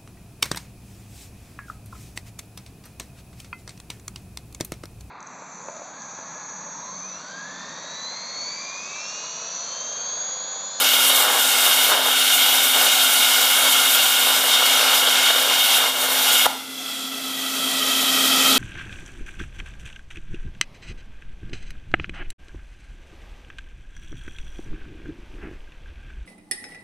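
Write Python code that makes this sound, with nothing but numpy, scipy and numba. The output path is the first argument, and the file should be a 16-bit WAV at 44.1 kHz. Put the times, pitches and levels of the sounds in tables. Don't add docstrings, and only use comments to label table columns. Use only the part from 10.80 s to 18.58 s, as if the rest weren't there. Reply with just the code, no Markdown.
import sys
import numpy as np
from scipy import signal
from scipy.fft import rfft, irfft
from scipy.io import wavfile
from scipy.ndimage import uniform_filter1d, minimum_filter1d
from numba import njit

SR = 44100
rng = np.random.default_rng(int(sys.argv[2]) if len(sys.argv) > 2 else 0)


def wav_out(sig):
    wavfile.write(sys.argv[1], SR, np.round(np.clip(np.atleast_2d(sig).T, -1, 1) * 32767).astype(np.int16))


N = 343098
ARC_OUT_S = 5.6655


def from_db(db):
    return 10 ** (np.asarray(db) / 20)


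def rms_one(x):
    return x / np.sqrt(np.mean(x ** 2) + 1e-20)


def automation(rows):
    time_s, *columns = np.transpose(rows)
    return [np.interp(np.arange(N) / SR, time_s, column) for column in columns]


def drift(rate_hz):
    hop, settle = 40, 2000
    pole = np.exp(-2 * np.pi * rate_hz * hop / SR)
    noise = rng.standard_normal(N // hop + settle + 2)
    slow = signal.lfilter([1], [1, -2 * pole, pole * pole], noise)[settle:]
    return np.interp(np.arange(N) / hop, np.arange(len(slow)), rms_one(slow))


def turbulence(spectrum, flicker_db, gust_db, source=None):
    hz = np.maximum(np.arange(N // 2 + 1) * SR / N, 1)
    points_hz, points_db = np.transpose(spectrum)
    white = rng.standard_normal(N) if source is None else source
    coloured = rfft(white) * from_db(np.interp(np.log(hz), np.log(points_hz), points_db, -90, -90))
    out = np.zeros(N)
    for band in range(round(3 * np.log2(points_hz[0])), round(3 * np.log2(points_hz[-1])) + 2):
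        share = np.clip(1 - abs(3 * np.log2(hz) - band), 0, 1)
        out += irfft(coloured * share, N) * from_db(flicker_db * drift(9))
    return rms_one(out * from_db(gust_db * drift(14.7)))


def workshop(x, t60_s=0.48, wet_db=-12, predelay_s=0.008):
    t = np.arange(round(0.8 * SR)) / SR
    tail = rng.standard_normal(len(t)) * from_db(-60 * t / t60_s) * (t > predelay_s)
    tail = signal.lfilter([1], [1, -0.4], tail)
    return from_db(wet_db) * signal.fftconvolve(x, tail / np.linalg.norm(tail))[:N]


def fan(rumble_db=-49.5):
    # time_s, blade_rate_hz
    speed = [(0, 263.6), (5.75, 263.4), (6.2, 265.4), (7.78, 265.2)]
    # harmonic_number, relative_db
    harmonics = [(1, -45), (2, -60)]
    # frequency_hz, relative_db
    spectrum = [(15, -72), (25, -42), (145, -21.5), (167, -13.5), (233, -7), (259, -2.5), (275, -7),
                (313, -11), (360, -19), (396, -18), (420, -5), (550, -35), (920, -120)]
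    blade_hz = automation(speed)[0] + 0.294 * drift(2)
    phase = 2 * np.pi * np.cumsum(blade_hz) / SR
    hum = sum(np.sqrt(2) * from_db(db) * np.sin(k * phase) for k, db in harmonics)
    hum *= from_db(0.5 + 0.53 * drift(3.6))
    return hum + from_db(rumble_db) * turbulence(spectrum, flicker_db=0.8, gust_db=0.5)


@njit
def resonate(x, hz, width_hz, skew, sr):
    out = np.zeros(len(x))
    band_state = low_state = 0.0
    for i in range(len(x)):
        tuning, damping = np.tan(np.pi * hz[i] / sr), width_hz[i] / hz[i]
        band = (band_state + tuning * (x[i] - low_state)) / (1 + tuning * (tuning + damping))
        low = low_state + tuning * band
        band_state, low_state = 2 * band - band_state, 2 * low - low_state
        out[i] = damping * (band - skew * low)
    return out


def duct(jet, heat, skew=0.64):
    # hot_pitch_hz, cold_pitch_hz, hot_width_hz, cold_width_hz, hot_gain_db, cold_gain_db
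    modes = [(752, 696, 136, 200, -1, -1), (1436, 1293, 133, 94, 9, 8), (2165, 1920, 98, 55, 6, 5),
             (2896, 2570, 103, 58, 8, 3.5), (3223, 3345, 236, 300, 7.5, 5), (3632, 3180, 112, 77, 11, 14),
             (4360, 3820, 80, 43, 1, 10.5), (5076, 4450, 70, 47, 2.5, 4.5), (5640, 5220, 150, 50, -4, -3),
             (6920, 5680, 100, 60, -0.5, -10.5), (8300, 6940, 220, 150, -1, -3),
             (9770, 8110, 270, 140, -3, -6)]
    out = jet.copy()
    for mode in modes:
        hz, width_hz, db = (cold + (hot - cold) * heat for hot, cold in zip(mode[::2], mode[1::2]))
        out += from_db(db) * resonate(jet, hz, np.maximum(width_hz, 10), skew, SR)
    return out


def cooling_air(heat):
    # frequency_hz, relative_db
    spectrum = [(150, -33), (400, -1), (800, -3), (1100, -1), (1750, -4.5), (2400, 1), (3600, -3),
                (5500, -3), (9000, -4.5), (12000, -4), (15500, -6)]
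    air = duct(turbulence(spectrum, flicker_db=0.77, gust_db=0.38), heat)
    return air / np.std(air[-SR:])


def pop(pitch_hz=800, t60_s=0.012, attack_s=0.0003, echo_s=0.0016, echo_db=-21):
    t = np.maximum(np.arange(N) / SR - ARC_OUT_S + 0.00029, 0)
    envelope = from_db(-1 - 60 * t / t60_s) * (1 - np.exp(-t / attack_s))
    pulse = -np.sin(2 * np.pi * pitch_hz * t) * envelope
    return pulse + from_db(echo_db) * np.roll(pulse, round(echo_s * SR))


def sizzle():
    # frequency_hz, relative_db
    spectrum = [(4000, -19), (7000, -4), (9500, -3), (12000, -1.5), (14000, -2.5), (16000, 0)]
    return turbulence(spectrum, flicker_db=1.4, gust_db=1.4)


def sputter(droplets_per_s=3000):
    # frequency_hz, relative_db
    spectrum = [(200, -28), (360, -12.5), (480, -2.5), (800, -1), (1100, -2.5), (1600, -2.5), (2200, -16)]
    clicks = (rng.random(N) < droplets_per_s / SR) * rng.standard_normal(N)
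    accent_db = 2.85 * np.minimum(rng.exponential(1, N), 4)
    return turbulence(spectrum, flicker_db=1.0, gust_db=0.75, source=clicks * from_db(accent_db))


def arc_jet(heat):
    # frequency_hz, relative_db
    spectrum = [(150, -40), (400, -15.5), (900, 1), (1400, -4), (1850, -4.5), (2600, 1.5), (4000, -3.5),
                (6000, -4.5), (9000, -8), (15000, -10.5)]
    return rms_one(duct(turbulence(spectrum, flicker_db=0.98, gust_db=0.5), heat))


def torch():
    # time_s, jet_db, sputter_db, sizzle_db
    cut_faders = [(0.0, -19, -38, -22), (0.01, -19.5, -31.5, -22.5), (0.27, -20.5, -31, -21.5),
                  (0.38, -21, -28, -22), (0.41, -19, -23.5, -16.5), (0.49, -22, -22.5, -25),
                  (0.6, -21.5, -29, -20), (0.61, -20, -35, -21.5), (0.88, -18.5, -28.5, -21),
                  (1.04, -20, -32, -19.5), (1.12, -19, -19, -23.5), (1.23, -22.5, -28.5, -28),
                  (1.28, -22, -24.5, -21), (1.35, -21, -38, -26), (1.42, -19, -38, -22.5),
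                  (1.81, -20, -31, -20.5), (1.92, -21, -35, -23), (1.95, -20, -25, -21),
                  (2.08, -18.5, -27, -22), (2.1, -19, -36, -21.5), (2.3, -18.5, -33.5, -22),
                  (2.41, -18, -32, -22), (2.47, -18.5, -36, -21), (2.54, -18, -28, -18),
                  (2.55, -17.5, -40, -24), (2.57, -19, -29, -21), (2.74, -18, -34.5, -22.5),
                  (2.82, -20, -27, -20.5), (2.92, -19, -33, -21), (2.93, -18, -29.5, -20),
                  (3.41, -18.5, -33, -21.5), (3.44, -20, -28, -20), (3.56, -19, -29.5, -21.5),
                  (3.64, -22.5, -25.5, -22), (3.75, -18, -29, -25), (3.78, -20.5, -29, -25),
                  (3.85, -20, -25.5, -26), (3.86, -18, -28, -21), (4.1, -17.5, -27.5, -26),
                  (4.16, -18, -26, -17), (4.22, -20, -29, -27), (4.29, -18.5, -27, -28),
                  (4.3, -17.5, -33, -26), (4.35, -20.5, -24.5, -23), (4.36, -18.5, -27, -30),
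                  (4.48, -17, -33, -23.5), (4.51, -17, -21, -29), (4.52, -19, -32, -28),
                  (4.56, -20, -25, -23), (4.7, -19.5, -28.5, -28), (4.84, -20, -35, -20.5),
                  (4.92, -17.5, -31, -24), (4.96, -18.5, -33, -19), (5.0, -21, -25.5, -27),
                  (5.08, -22, -27, -28), (5.12, -28.5, -37, -30), (5.22, -25.5, -26.5, -26.5),
                  (5.47, -21, -32, -24), (5.64, -21, -36.5, -24.5), (5.66, -20, -20, -24)]
    # time_s, level_db, heat (0 cold, 1 hot)
    airflow = [(5.0, -32, 1.0), (5.67, -30, 0.94), (5.85, -36.5, .45), (6.1, -30.5, 0.22), (6.3, -35, .15),
               (6.6, -32.5, .06), (7.0, -30.5, .01), (7.4, -30.5, 0), (7.78, -31, 0)]
    jet_db, sputter_db, sizzle_db = automation(cut_faders)
    air_db, heat = automation(airflow)
    heat += 0.028 * drift(2.8)
    burning = np.arange(N) < ARC_OUT_S * SR
    jet = from_db(jet_db + 1.5) * arc_jet(np.where(burning, heat, 1))
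    air = from_db(air_db) * cooling_air(heat)
    cut = jet + from_db(sputter_db + 0.5) * sputter() + from_db(sizzle_db) * sizzle()
    return burning * cut + air


def scene():
    near = torch() + pop()
    return np.tile(near + workshop(near) + fan(), (2, 1))


def record(dry, target_db=-15, sense_s=0.08, hold_s=0.35, release_db_per_s=8, stopband_hz=15900):
    level_db = 10 * np.log10(uniform_filter1d(dry[0] ** 2, round(sense_s * SR)) + 1e-12)
    hold = round(hold_s * SR) // 2 * 2 + 1
    held_db = -minimum_filter1d(-level_db, hold, origin=hold // 2)
    ramp_db = release_db_per_s * np.arange(N) / SR
    released_db = np.maximum.accumulate(held_db + ramp_db) - ramp_db
    levelled = dry * from_db(np.clip(target_db - released_db, -6, 18))
    rounded = 1.5 * np.tanh(levelled / 1.5)
    return signal.sosfilt(signal.cheby2(16, 75, stopband_hz, fs=SR, output="sos"), rounded)


dry = scene()
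out = record(dry)
wav_out(out)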